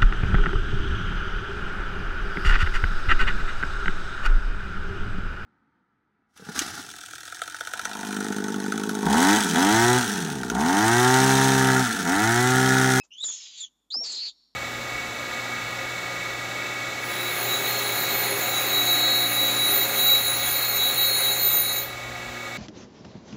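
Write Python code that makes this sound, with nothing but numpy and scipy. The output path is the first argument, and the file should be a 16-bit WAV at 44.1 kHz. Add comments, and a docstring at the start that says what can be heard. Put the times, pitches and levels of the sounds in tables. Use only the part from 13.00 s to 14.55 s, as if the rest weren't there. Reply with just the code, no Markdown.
"""A faint bird whistle and a brief rustle open the scene, at a nest under the eaves.
Then a swift screams close by, at 0.1 s and again at 0.9 s: each scream slides up as a whistle, breaks
into a harsh rasp with a second voice of the syrinx above it, and drops away. Close walls and the yard
outside answer. On the loud parts the small nest camera overloads, folds the overtones down into a
low gurgle and turns its gain down."""
import sys
import numpy as np
from scipy import signal
from scipy.fft import rfft, irfft
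from scipy.io import wavfile
from scipy.ndimage import map_coordinates

SR = 44100
rng = np.random.default_rng(int(sys.argv[2]) if len(sys.argv) > 2 else 0)


def generate_wav(sig):
    """Save sig (samples, or channels by samples) to the path in sys.argv[1] as 16-bit PCM at SR."""
    pcm = np.round(np.clip(np.atleast_2d(sig).T, -1, 1) * 32767).astype(np.int16)
    wavfile.write(sys.argv[1], SR, pcm)


N = 68355

# Tone colour of the hiss, the send to the yard, the rustle and the rasp (frequency [Hz], gain [dB])
HISS_EQ = [(25, 2), (90, -0.5), (160, 9.5), (250, 15), (450, 3), (1100, 3.5), (2000, -7), (7000, -9),
           (14000, -11), (16000, -16)]
YARD_EQ = [(1000, 14), (3500, 0), (4400, -1.5), (5050, -5.5), (5500, 8), (5900, -2.5), (7000, -3),
           (8000, -10.5)]
RUSTLE_EQ = [(100, -13.5), (800, 2), (2000, -6), (4500, -7.5), (6500, 2), (7600, 5), (9000, -45)]
RASP_EQ = [(200, -26.5), (1500, -17.5), (2200, -3.5), (3000, -5.5), (4200, 0.5), (5200, -8.5), (6300, 1.5),
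           (7300, 1), (8000, -20), (10000, -24.5)]
# Early reflections off the close walls (delay [s], gain [ratio])
WALL_TAPS = [(.0021, .2), (.0047, 0.9), (.0083, 0.57), (0.0128, 0.55)]
# Partials of the opening whistle (harmonic [number], gain [dB])
WHISTLE_HARMONICS = [(2, 4.5), (3, -24.5), (4, -12.5), (6, -32)]
# Swell and fade of the opening whistle (time [s], level [dB])
WHISTLE_ENVELOPE = [(0.0, -54), (0.016, -44.5), (0.09, -104)]
# Upper voice of each scream (time [s], pitch [Hz], level [dB])
FIRST_UPPER = [(.228, 3950, -63), (.236, 4100, -39.5), (.252, 4850, -54.5), (.275, 5300, -50),
               (.36, 5400, -51), (.53, 4700, -59), (.59, 4450, -50.5), (.62, 4100, -57),
               (.645, 3800, -80.5)]
SECOND_UPPER = [(1.025, 5588, -51.5), (1.036, 5600, -31.5), (1.052, 5535, -32), (1.075, 5150, -44.5),
                (1.17, 4800, -39.5), (1.255, 4890, -34), (1.285, 4500, -36), (1.305, 4200, -64)]
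# Glide and grit of each scream (time [s], pitch [Hz], roughness [ratio], rasp against tone [dB])
FIRST_GLIDE = [(.105, 2680, 0.16, -44), (.125, 3000, 0.31, -43.5), (.168, 3080, 0.26, -16),
               (.185, 3361, 0.17, -18), (.215, 3705, 0.1, -33), (.233, 4018, 0.22, -21.5),
               (.239, 3542, .12, -31), (.29, 3447, .18, -19), (.34, 3450, 0.66, -9), (.41, 3350, 1, 3),
               (.5, 3400, 1.2, -0.5), (.6, 3673, 0.8, -4.5), (.605, 3684, 0, -14), (.638, 3400, 0.3, -15),
               (.665, 3058, 0.5, -9)]
SECOND_GLIDE = [(.9, 3450, .35, -27.5), (.91, 3728, 0.29, -29), (.92, 4350, .2, -24.5),
                (.94, 4981, 0.23, -27), (.975, 5384, .05, -48), (1.028, 5574, 0.094, -30),
                (1.036, 5300, 0.643, -13), (1.05, 4486, 0.97, -18), (1.15, 4297, 1, -15.5),
                (1.2, 4304, .6, -20.5), (1.252, 4609, 0.561, -19), (1.275, 4225, 1, -15.5),
                (1.3, 3550, .8, -25)]
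# Envelopes of each scream before its cue's gains (time [s], fundamental [dB], octave [dB])
FIRST_ENVELOPE = [(0.1, -95.5, -99), (0.108, -54.5, -76), (0.116, -47, -69), (0.138, -51.5, -55),
                  (0.152, -50, -71), (0.178, -50.5, -62.5), (0.188, -36, -56.5), (0.198, -50, -50),
                  (0.212, -28, -43.5), (0.222, -50.5, -38), (0.228, -28.5, -46), (0.234, -24, -33.5),
                  (0.252, -29.5, -21), (0.272, -60.5, -21.5), (0.28, -28, -33), (0.288, -30, -22.5),
                  (0.356, -46, -37.5), (0.538, -48.5, -71), (0.58, -45.5, -47.5), (0.596, -47.5, -54),
                  (0.606, -37.5, -33.5), (0.638, -37, -45.5), (0.656, -54, -55.5), (0.7, -63, -89.5)]
SECOND_ENVELOPE = [(0.895, -93, -110.5), (0.899, -59.5, -70.5), (0.903, -46, -54), (0.917, -39.5, -68),
                   (0.933, -41.5, -66.5), (0.943, -29.5, -65.5), (0.955, -33, -64), (0.969, -28.5, -77.5),
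                   (0.981, -25.5, -83), (1.003, -32.5, -82), (1.025, -35.5, -63), (1.031, -37.5, -32),
                   (1.117, -40, -35.5), (1.215, -31, -44.5), (1.229, -32, -42.5), (1.255, -30.5, -55),
                   (1.269, -29.5, -39.5), (1.287, -39, -51.5), (1.335, -78, -88.5)]
# One cue per scream (start [s], end [s], gain [dB], extra octave gain [dB], mid-scream push [dB])
SCREAM_CUES = [(0.104, 0.675, -0.5, -0.5, -1.5), (.902, 1.305, 5.5, 3, 4.5)]
# The camera's input filter and its leaky output filter (frequency [Hz], gain [dB])
INPUT_EQ = [(100, 0), (7250, 0), (7650, -4), (7880, -16), (8000, -50)]
OUTPUT_EQ = [(100, -9.5), (280, -1), (600, -3.5), (1200, -4), (2200, -7), (2800, -3.5), (3400, -2.5),
             (7000, 0), (7600, -6.5), (8000, -8), (8500, -27.5), (9000, -65), (10500, -55.5),
             (12000, -60.5), (14000, -44)]

EDGE_S = 0.003  # fade that keeps an edge from clicking
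CAMERA_RATE = 16000  # samples a second
TIME = np.arange(N) / SR


def amp(db):
    """Decibels to gain."""
    return 10 ** (np.asarray(db) / 20)


def curves(rows):
    """Automation lanes: one value per sample for each column after the time."""
    times, *columns = np.transpose(rows)
    return [np.interp(TIME, times, column) for column in columns]


def wobble(rate):
    """A smooth random modulator, rate knots a second."""
    return map_coordinates(rng.standard_normal(N), [TIME * rate], mode="wrap")


def eq_gains(eq, hz):
    """Gain of an EQ curve, drawn on a log frequency axis."""
    points_hz, db = np.transpose(eq)
    return amp(np.interp(np.log(hz + 1), np.log(points_hz + 1), db))


def coloured(x, eq):
    """A sound played through an EQ curve."""
    return irfft(rfft(x) * eq_gains(eq, np.fft.rfftfreq(N, 1 / SR)), N)


def noise(eq):
    """Coloured noise of rms 1."""
    x = coloured(rng.standard_normal(N), eq)
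    return x / np.sqrt(np.mean(x ** 2))


def noise_floor(hiss_db=-80.5, hum_db=-88, hum_hz=52):
    """The bed: faint hiss and mains hum in the camera."""
    return amp(hiss_db) * noise(HISS_EQ) + amp(hum_db) * np.sqrt(2) * np.sin(2 * np.pi * hum_hz * TIME)


def reverb(x, t60_s):
    """A space answers with a diffuse tail of energy 1 that blooms quickly and dies away."""
    t = np.arange(SR) / SR
    bloom = 1 - np.exp(-t / (t60_s / 20))
    tail = rng.standard_normal(SR) * amp(-60 * t / t60_s) * bloom
    return signal.fftconvolve(x, tail / np.linalg.norm(tail))[:N]


def wall_reflections(x):
    """Each close wall throws back a slightly delayed copy."""
    return sum(gain * np.pad(x, (int(delay * SR), 0))[:N] for delay, gain in WALL_TAPS)


def rustle(start_s=0.032, hold_s=0.02, level_db=-59.5, fall_db_per_s=699):
    """A brief dry brush of noise that holds, then falls away."""
    age = TIME - start_s
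    attack = np.clip(age / EDGE_S, 0, 1)
    return noise(RUSTLE_EQ) * attack * amp(level_db - fall_db_per_s * np.maximum(age - hold_s, 0))


def whistle(fundamental_hz=1289):
    """A faint, fading bird note on a near-steady pitch: overtones of a silent fundamental."""
    level_db, = curves(WHISTLE_ENVELOPE)
    phase = 2 * np.pi * np.cumsum(fundamental_hz * (1 + 0.01 * wobble(230))) / SR
    tone = sum(amp(level_db + db) * np.sin(k * phase) for k, db in WHISTLE_HARMONICS)
    return np.sqrt(2) * tone * (TIME < WHISTLE_ENVELOPE[-1][0])


def gate(start, end):
    """Open from start to end, with a quick fade at each edge."""
    return np.clip(np.minimum(TIME - start, end - TIME) / EDGE_S, 0, 1)


def upper_voice(rows, shake_hz=170):
    """The other side of the syrinx sings a shaky tone above the rasp."""
    pitch, level_db = curves(rows)
    phase = 2 * np.pi * np.cumsum(pitch + shake_hz * wobble(700)) / SR
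    return np.sqrt(2) * amp(level_db) * np.sin(phase) * gate(rows[0][0], rows[-1][0])


def scream(glide, envelope, cue, tremor_hz=65.22, jitter_hz=382.3, flutter_db=3):
    """A swift's whistle and its octave; roughness shakes pitch and level, and a rasp takes over."""
    start, end, gain_db, octave_db, push_db = cue
    pitch, roughness, rasp_db = curves(glide)
    low_db, high_db = curves(envelope)
    tremor = tremor_hz * wobble(260)  # even the clean whistle wavers
    jitter = jitter_hz * roughness * wobble(1100)  # chaotic pitch swing
    phase = 2 * np.pi * np.cumsum(pitch + tremor + jitter) / SR
    fundamental, octave = amp(low_db), amp(high_db + octave_db)
    tone = np.sqrt(2) * (fundamental * np.sin(phase) + octave * np.sin(2 * phase))
    rasp = amp(rasp_db) * np.hypot(fundamental, octave) * noise(RASP_EQ)
    voice = (tone + rasp) / np.hypot(1, amp(rasp_db))  # equal-power blend
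    arch = np.sin(np.pi * np.clip((TIME - start) / (end - start), 0, 1))
    flutter = flutter_db * roughness * wobble(450)
    return gate(start, end) * voice * amp(gain_db + push_db * arch + flutter)


def scene():
    """The mono mix: two screams with walls, a tight nook and a long yard tail; whistle and rustle dry."""
    screams = scream(FIRST_GLIDE, FIRST_ENVELOPE, SCREAM_CUES[0])
    screams += scream(SECOND_GLIDE, SECOND_ENVELOPE, SCREAM_CUES[1])
    screams += upper_voice(FIRST_UPPER) + upper_voice(SECOND_UPPER)
    nook = amp(-7.5) * reverb(screams, t60_s=0.089)
    yard = amp(-31.5) * reverb(coloured(screams, YARD_EQ), t60_s=0.88)
    return (screams + wall_reflections(screams) + nook + yard + whistle() + rustle())[None]


def overload(x, ceiling_db=-20, knee=1.8):
    """Soft clipping; at the camera's low sample rate the new overtones fold down into a gurgle."""
    return x / (1 + np.abs(x / amp(ceiling_db)) ** knee) ** (1 / knee)


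def gain_control(x, threshold_db=-33, cut_db_per_db=0.8, reaction_s=0.063):
    """The camera ducks its gain while the running rms level is over the threshold."""
    memory = np.exp(-1 / (reaction_s * CAMERA_RATE))
    level = np.sqrt(signal.lfilter([1 - memory], [1, -memory], x * x))
    return x * np.maximum(level / amp(threshold_db), 1) ** -cut_db_per_db


def record(dry):
    """The camera chain: input EQ, overload, gain control, low cut, leaky output filter, hiss and hum."""
    low_cut_hz, top_hz = 237, 14500
    size = 2 * SR  # padded to two seconds
    x = np.pad(coloured(dry[0], INPUT_EQ), (0, size - N))
    x = signal.resample(x, 2 * CAMERA_RATE)
    x = gain_control(overload(x))
    x = signal.sosfilt(signal.butter(2, low_cut_hz, "highpass", fs=CAMERA_RATE, output="sos"), x)
    hz = np.fft.rfftfreq(size, 1 / SR)
    # Above half the camera's rate, a mirror image of the sound leaks through the output filter.
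    mirrored = np.resize(np.fft.fft(x), len(hz)) * SR / CAMERA_RATE
    spectrum = mirrored * eq_gains(OUTPUT_EQ, hz) + rfft(noise_floor(), size)
    return irfft(spectrum * (hz < top_hz), size)[None, :N]


dry = scene()
out = record(dry)
generate_wav(out)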